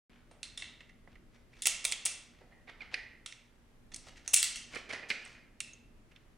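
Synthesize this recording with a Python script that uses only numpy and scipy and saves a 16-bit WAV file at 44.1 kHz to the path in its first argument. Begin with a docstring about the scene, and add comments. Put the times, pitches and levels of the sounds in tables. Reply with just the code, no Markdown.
"""Loading a magazine at the table

Hands load brass cartridges into a steel pistol magazine over a table, close to a small stereo camera.
Cartridges plucked from a plastic tray and clicks at the feed lips are sharp blows into resonant modes.
Fingers and brass slide in between as grainy noise; a hard-walled room answers with diffuse tails.
Behind it lie a faint fan rumble, a wavering hum and hiss, made of shaped noise and sines."""
import sys
import numpy as np
from scipy import signal
from scipy.fft import rfft, irfft, next_fast_len
from scipy.io import wavfile
from scipy.ndimage import map_coordinates

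SR = 44100
rng = np.random.default_rng(int(sys.argv[2]) if len(sys.argv) > 2 else 0)


def digitize_waveform(pressure):
    """Quantize a signal to 16-bit integers and store it at the path in sys.argv[1].

    Rows of a 2-D input are taken as channels; values are limited to [-1, 1].
    """
    field = np.atleast_2d(pressure).T
    bounded = np.clip(field, -1, 1)
    quanta = np.round(bounded * 32767).astype(np.int16)
    wavfile.write(sys.argv[1], SR, quanta)


N = 280961  # length in samples


def magazine_clicks():
    """Brass strikes the loaded steel magazine: a strong first blow, then a brief metallic chatter."""
    # Brass on steel. Each row: start in seconds, peak in dB before panning, thud in dB, brightness in dB,
    # favoured frequency in Hz, lift there in dB, room in dB against the near sound, left-right in dB.
    clicks = [(0.312, -48, 13, -10.5, 9000, 12, -2.5, -2), (0.43, -29, -12.5, -3.5, 4200.0, 10, -3.5, -2.5),
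              (0.575, -28, -10.5, 0, 3620.0, 8.5, -0.5, -0.5),
              (0.622, -30.5, -15, -17.5, 3800.0, 8, -4, -2), (0.806, -42, -11, -26, 3400, 1.5, -5.5, -2),
              (0.893, -51, -12, -23, 1990, 11, -9, -4), (1.075, -45, 16, -29.5, 2040, 5, -18, -3),
              (1.155, -50.5, -12, -29, 1990, 10.5, -15, -3.5),
              (1.5316, -53.5, -11, -28.5, 2440, 16, -3, -1.5),
              (1.621, -21.5, -23.5, 8.5, 3440.0, 3.5, 0, -1.5),
              (1.6563, -13.5, -19.5, -1.5, 6890.0, 5, 2, -4.5), (1.67, -7, -7, 8.5, 2670, 5.5, -7.5, -1.5),
              (1.6798, -20.5, -12.5, 6.5, 3280.0, 13, -11.5, 3), (1.8428, -25.5, 0.5, 7, 2480, 11, -1, -2),
              (1.851, -11.5, -6, 4.5, 3620.0, 8.5, -4.5, -2.5),
              (1.915, -25, -17, 9.5, 8000.0, 10, -15.5, -2), (1.922, -17, -19.5, -5, 2470, 2.5, -6, -2.5),
              (1.931, -28.5, -11, -13.5, 3440.0, 12.5, -5.5, 1),
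              (2.0527, -22, -18, 14, 4410.0, 3.5, 4, 0.5), (2.0568, -12, -5, 17, 1970, 3.5, -10, -1),
              (2.0622, -17, -8, 2, 2640, 2.5, -4, -2.5), (3.261, -27, -9, 0, 2990, 6, -4, -3.5),
              (3.3235, -37, -37, -18, 5650.0, 3, -7, -2), (3.9182, -45.5, -6, -15, 6240.0, 5.5, 2.5, -3.5),
              (3.938, -41.5, -4.5, -4, 4410.0, 18, -7, 1.5), (3.9435, -28, -24.5, 8, 5940.0, 9.5, -11, -4),
              (3.9611, -31, 0.5, 12.5, 5120.0, 6, -7, 1.5), (4.0685, -43, 13, -8.5, 3800.0, 2, -7, -2),
              (4.1577, -50.5, -16, -25.5, 5120.0, 9.5, -4.5, 1),
              (4.1771, -45.5, -17, -22.5, 6560.0, 8, -6.5, -5),
              (4.2774, -20, 1, 5, 6240.0, 9.5, -4.5, -3.5), (4.3335, -20, 0.5, 15.5, 2200.0, 3, -6.5, 3),
              (4.3368, -12.5, -1, 11, 2640, 13.5, -8, -5.5), (4.3405, -8, -21, 10, 6890.0, -1.5, -1, 0),
              (4.3424, -3.5, -36, 14.5, 6560.0, 8, -7.5, 2),
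              (4.3466, -16, -18.5, 13, 2220, 17.5, -7.5, -0.5),
              (4.3617, -15, -17.5, 3.5, 8000.0, 11.5, 4.5, -1),
              (4.4285, -11, -20.5, 1.5, 4300, 5.5, -1, -2), (4.5577, -27.5, -13.5, 3.5, 2760, 4, 3, 0),
              (5.25, -43, -14, -1, 8500, 16, -10, -5), (5.6034, -22.5, -7, 8.5, 2610, 15, -8.5, -4.5),
              (5.6072, -32.5, -27, -8, 2480, 2, -4, 1), (5.7331, -44, -6, -4, 6560.0, 24, -12, -2),
              (6.1167, -58, -2, -17.5, 2687, 7.5, -14, -7), (6.1601, -47.5, -27, -24, 3510, 8, -22, -5)]
    # Modes of the loaded magazine. Each row: frequency in Hz, width in Hz, gain in dB.
    magazine = [(590, 320, 1), (1356, 220, -0.5), (1977, 370, 2), (2333, 270, 2), (2700, 140, 6.5),
                (3170, 220, 3), (3480, 360, 2.5), (4300, 450, 0), (4950, 500, -0.5), (5554, 240, 4),
                (6140, 650, 1), (7290, 460, 1.5), (7940, 400, 3.5), (8737, 340, 3), (9430, 470, 4.5),
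                (10805, 1000, 5), (11170, 1000, 3), (15400, 4400, -0.5)]
    return contacts(clicks, magazine, first_db=21, rise_s=0.00017, chatter_s=0.0084, deep_db=-6)


def tray_plucks():
    """Cartridges leave the plastic tray: the first blow stands out less and the chatter sets in slowly."""
    # Cartridges leaving the tray. Each row: start in seconds, peak in dB before panning, thud in dB,
    # brightness in dB, favoured frequency in Hz, lift there in dB, room in dB against the near sound,
    # left-right in dB.
    plucks = [(2.41, -51.5, 16, -19, 2060, 8, -0.5, -1), (2.5144, -57, 3, -34, 1920, 11, 3, -1),
              (2.6745, -46, 0, -38, 2100.0, 12, -5, -6), (2.687, -46, -9, -41, 2080, 7, -8, -12),
              (2.6945, -43.5, 4, -15, 3440.0, 16, -6, -4), (2.8057, -39, -24, -38, 2260, 10, -19, -7),
              (2.817, -38.5, -15, -30, 2100, 8, -4.5, -5), (2.9415, -21, -22, -21.5, 1976, 6.5, -7.5, -3.5),
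              (4.7383, -36.5, 4, -17, 2204, 12, -8.5, -4.5), (4.7485, -38, 0, 2, 1910, 10, -15, -9),
              (4.7623, -33.5, 0.5, -31, 2340, 8, -6, -11), (4.892, -38, 1.5, -14, 2200, 10, -1.5, -6),
              (4.9037, -32.5, -4, -22, 2310, 14, -7, -6), (4.9245, -37, 2, -11, 2300, 0, -2, 2),
              (4.9325, -29.5, 1, -15.5, 1930, 11.5, -2.5, -5.5), (4.9763, -51, -4, -35, 2200, 10, -10, -3),
              (5.0302, -39, -2, -39, 2390, 7, -4, -6), (5.1028, -21, -19, -27.5, 2100, -5, -5.5, -2.5),
              (5.1118, -25.5, -14, -39, 3280.0, -1, -8.5, -6), (5.347, -50, -13, -33, 2340, 1, 3.5, 1)]
    # Modes of the plastic tray. Each row: frequency in Hz, width in Hz, gain in dB.
    tray = [(455, 1100, -1), (950, 580, 2), (1310, 750, -2.5), (1927, 240, 2.5), (2095, 66, 6),
            (2432, 205, 3), (2974, 295, 3), (3200, 680, 0), (4370, 690, 2), (5150, 170, 4.5),
            (5970, 530, -1), (9600, 620, 3), (11700, 4300, -15.5)]
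    return contacts(plucks, tray, first_db=14, rise_s=0.0038, chatter_s=0.0093, deep_db=2)


def contacts(table, modes, first_db, rise_s, chatter_s, deep_db):
    """Each contact drives the modes with a first blow and spiky smaller ones; the room answers each."""
    soft_lingers = 0.25  # softer contacts chatter longer: dB of t60 per dB; chatter_s is t60 at full scale
    size = 8192
    out = np.zeros((2, N + SR))
    t, hz = np.arange(size) / SR, np.fft.rfftfreq(size, 1 / SR)
    kept = t < t[-1] / 2  # drops the wrapped-round half
    for start_s, peak_db, *spot, room_db, pan_db in table:
        struck_db = rng.normal(0, 1.3, len(modes))  # each contact excites the modes a little differently
        body = 0
        for k, (centre, width, gain_db) in enumerate(modes):
            damping = 1j * hz * width
            resonance = damping / (centre ** 2 - hz ** 2 + damping)
            body = body + (-1) ** k * amp(gain_db + struck_db[k]) * resonance
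        # where the blow lands sets the balance of the ranges
        body = body * causal(colour(hz, deep_db, peak_db, *spot))

        t60 = chatter_s * amp(-soft_lingers * peak_db)
        spikes_db = 8.0 * rng.standard_normal(size)
        blows = rng.standard_normal(size) * amp(spikes_db - 60 * t / t60)
        blows = blows * (1 - np.exp(-t / rise_s))
        blows[0] = amp(first_db)

        near = irfft(rfft(blows) * body) * kept
        near = near * amp(peak_db) / np.abs(near).max()
        # the room is driven by the ringing body alone, without the chatter
        radiated = unit(irfft(body) * kept) * np.std(near)
        far = amp(room_db) * signal.fftconvolve(radiated[None], room_tail(), axes=1)

        at = round(start_s * SR)
        # the room leans to one side half as far as the near sound
        out[:, at:at + far.shape[1]] += far * amp([[pan_db / 4], [-pan_db / 4]])
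        out[:, at:at + size] += near * amp([[pan_db / 2], [-pan_db / 2]])
    return out[:, :N]


def colour(hz, deep_db, peak_db, thud_db, bright_db, favoured_hz, lift_db):
    """Gain in dB of a blow over the modes: thud below, a slope up to the ring, a lift near the struck spot."""
    deep_hz, thud_hz, hollow_hz, ring_hz, edge_hz = 330, 810, 2210, 8920, 14840  # corners of the slope
    lift_octaves = 0.18
    # louder contacts keep more of the extreme top: 1.1 dB per dB, down to a floor
    edge_db = max(-4 + 1.1 * peak_db, -34.5)
    slope = [(deep_hz, thud_db + deep_db), (thud_hz, thud_db), (hollow_hz, 0),
             (ring_hz, bright_db), (edge_hz, bright_db + edge_db)]
    octaves_away = np.log2((hz + 1) / favoured_hz)
    return along(slope, hz) + lift_db * np.exp(-(octaves_away / lift_octaves) ** 2)


def slides():
    """Skin and brass rub in small grains, each swell and fade with its own share of bright noise."""
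    # Strokes of fingers and brass; the first row is the dying tail of clicks made before the sound opens.
    # Each row: strongest moment in seconds, level in dB, brightness in dB, swell in seconds, fade in seconds.
    strokes = [(0.099, -68, -41, 0.021, 0.2), (.314, -74.5, -8, 0.015, 0.04),
               (1.13, -68.5, -28.5, 0.074, 0.052), (1.355, -68, -13.5, 0.057, 0.025),
               (1.53, -73, -25.5, .03, .06), (1.59, -63.5, -4, 0.085, 0.042),
               (2.35, -69.5, -15, 0.036, 0.11), (2.69, -50, -30, 0.021, 0.034),
               (2.808, -56, -31, 0.036, 0.09), (2.52, -77, -31.5, 0.033, 0.093),
               (2.932, -47.5, -20, 0.025, 0.029), (4.085, -55.5, -3, 0.053, 0.02),
               (4.177, -61.5, -5.5, 0.019, 0.051), (4.27, -63, -5.5, 0.034, 0.0084),
               (4.761, -47.5, -9, 0.071, 0.059), (4.902, -49, -14, 0.024, 0.13),
               (5.097, -52.5, 5.5, 0.012, .02), (5.25, -59.5, -6.5, 0.079, 0.12),
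               (6.118, -69, -22.5, .02, .025), (6.162, -62, -21, .02, 0.032)]
    # Colour of the rubbing. Each row: frequency in Hz, gain in dB.
    rub_colour = [(150, -35.5), (400, -3.5), (1000, -3.5), (2100, 1), (3500, -3), (6000, -7), (9000, -16),
                  (12000, -30), (16000, -37)]
    split_hz = 4500  # between the dull and the bright part
    range_db = 30  # a row's sound is this far down one swell before or one fade after its peak
    t = np.arange(N) / SR
    grains = rng.standard_normal(N) * amp(4.5 * wobble(300) + 2.3 * wobble(40))
    dull = unit(filtered(grains, lambda hz: amp(along(rub_colour, hz)) / (1 + (hz / split_hz) ** 4)))
    bright = unit(filtered(grains, lambda hz: amp(along(rub_colour, hz)) / (1 + (split_hz / (hz + 1)) ** 4)))
    rub = np.zeros(N)
    for peak_s, level_db, bright_db, swell_s, fade_s in strokes:
        before = (peak_s - t) / max(swell_s, .005)
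        after = (t - peak_s) / max(fade_s, .005)
        away = np.maximum(before, after)
        rub += amp(level_db - range_db * away ** 2) * (dull + amp(bright_db) * bright)
    near = rub * amp([[1.5], [-1.5]])  # a little to the left
    far = amp(-4.5) * signal.fftconvolve(rub[None], room_tail(), axes=1)[:, :N]
    return near + far


def room_tail():
    """One diffuse answer of the room, left energy 1; each frequency dies at its own speed."""
    # Decay of the room. Each row: frequency in Hz, t60 in seconds.
    decay = [(500, 0.75), (1300, 0.78), (2500, 0.61), (5000, .5), (9000, 0.36), (14000, 0.15)]
    # Likeness of the room in the two channels. Each row: frequency in Hz, left-right likeness (1 is alike).
    room_alike = [(500, 1), (1650, 0.97), (5000, .85), (15000, 0.93)]
    hz, t, z = signal.stft(rng.standard_normal((2, 3 * SR // 5)), SR, nperseg=256)
    fall = amp(-60 * t / along(decay, hz)[:, None])
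    fall = fall * (1 - 0.09 * np.exp(-t / 0.0013))  # starts a touch softer, under 1 dB
    tail = spread(signal.istft(z * fall, SR, nperseg=256)[1], room_alike)
    age = np.arange(tail.shape[1]) / SR
    # single echoes stand out before the field turns diffuse
    echoes = map_coordinates(rng.standard_normal(600), [age * 700], order=1)
    tail = tail * amp(4.5 * np.exp(-age / 0.017) * echoes)
    return np.pad(tail / np.linalg.norm(tail[0]), ((0, 0), (120, 0)))  # 120 samples before the first echo


def camera_ports(hands):
    """The camera body shades its two microphone ports: level and phase differ with frequency."""
    # Shading of the ports. Each row: frequency in Hz, left-right in dB.
    shading = [(300, -0.5), (1200, -2.5), (3000, -0.5), (5000, -0.5), (9000, 0.5), (14000, 1)]
    # Phase between the ports. Each row: frequency in Hz, radians by which left leads.
    lead = [(1000, -.07), (6000, -.07), (9000, .07), (11000, .4), (12400, -.25), (13800, -1.8),
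            (16000, -1.1)]
    half = np.array([[.5], [-.5]])  # half the difference to each side
    return filtered(hands, lambda hz: amp(half * along(shading, hz)) * np.exp(1j * half * along(lead, hz)))


def air():
    """A far fan: drifting rumble, a wavering hum and steadier hiss."""
    # Fan and hiss. Each row: frequency in Hz, relative density in dB per Hz.
    air_colour = [(12, -33), (20, -0.5), (38, -8), (142, -18), (234, -16.5), (434, -23), (527, -26),
                  (624, -25.5), (678, -29.5), (897, -31), (1810, -32.5), (2910, -37), (4180, -41.5),
                  (11400, -47.5), (16000, -59)]
    # Likeness of the air in the two channels. Each row: frequency in Hz, left-right likeness (1 is alike).
    air_alike = [(30, 0.67), (180, .87), (550, 0.51), (1650, 0.15), (5000, 0.14), (15000, .1)]
    # Fan hum. Each row: frequency in Hz, level in dB, 2.5 dB under the middle of its wavering amplitude.
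    hum_tones = [(120, -77.5), (238, -75)]
    t = np.arange(N) / SR
    pair = spread(rng.standard_normal((2, N)), air_alike)
    noise = unit(filtered(pair, lambda hz: amp(along(air_colour, hz))))
    rumble = filtered(noise, lambda hz: 1 / (1 + (hz / 450) ** 4))
    hiss = noise - rumble
    hum = np.zeros(N)
    for tone_hz, level_db in hum_tones:
        swing = amp(level_db + 2.5 + 4.4 * wobble(22))
        hum += swing * np.sin(2 * np.pi * tone_hz * t + 0.4 * wobble(8.5))
    return amp(-61.5) * (amp(1.3 * wobble(3.2)) * rumble + amp(0.4 * wobble(0.95)) * hiss) + hum


def amp(db):
    """Amplitude factor of a level in dB."""
    return 10 ** (np.asarray(db) / 20)


def unit(x):
    """x scaled to rms 1."""
    return x / np.sqrt(np.mean(x ** 2) + 1e-20)


def along(points, hz):
    """Value at hz between (Hz, value) points on a log axis."""
    f, v = np.transpose(points)
    return np.interp(np.log(hz + 1), np.log(f + 1), v)


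def wobble(rate):
    """A smooth random curve, rate knots a second."""
    knots = rng.standard_normal(int(N * rate / SR) + 4)
    return map_coordinates(knots, [np.arange(N) * rate / SR])


def filtered(x, response):
    """x times a complex response of frequency."""
    m = next_fast_len(x.shape[-1] + 4096)
    return irfft(rfft(x, m) * response(np.fft.rfftfreq(m, 1 / SR)), m)[..., :x.shape[-1]]


def causal(gain_db):
    """The response with these gains that starts at the blow (minimum phase, by folding the cepstrum)."""
    c = irfft(np.log(amp(gain_db)))
    c[1:len(c) // 2] *= 2
    c[len(c) // 2 + 1:] = 0
    return np.exp(rfft(c))


def spread(pair, alike):
    """Two unrelated signals mixed to left and right of a given likeness."""
    def mid_side(hz):
        turn = np.arccos(np.clip(along(alike, hz), -1, 1)) / 2
        return np.array([np.cos(turn), np.sin(turn)])
    mid, side = filtered(pair, mid_side)
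    return np.array([mid + side, mid - side])


def scene():
    """The hands reach the camera's ports; the air of the room lies under them."""
    hands = magazine_clicks() + tray_plucks() + slides()
    return camera_ports(hands) + air()


def record(dry):
    """The sound opens after a short silence; a steep band limit takes off the top."""
    start_s, top_hz = 0.096, 16400
    opened = dry * (np.arange(N) / SR > start_s)
    return filtered(opened, lambda hz: 1 / (1 + (hz / top_hz) ** 120))


dry = scene()
out = record(dry)
digitize_waveform(out)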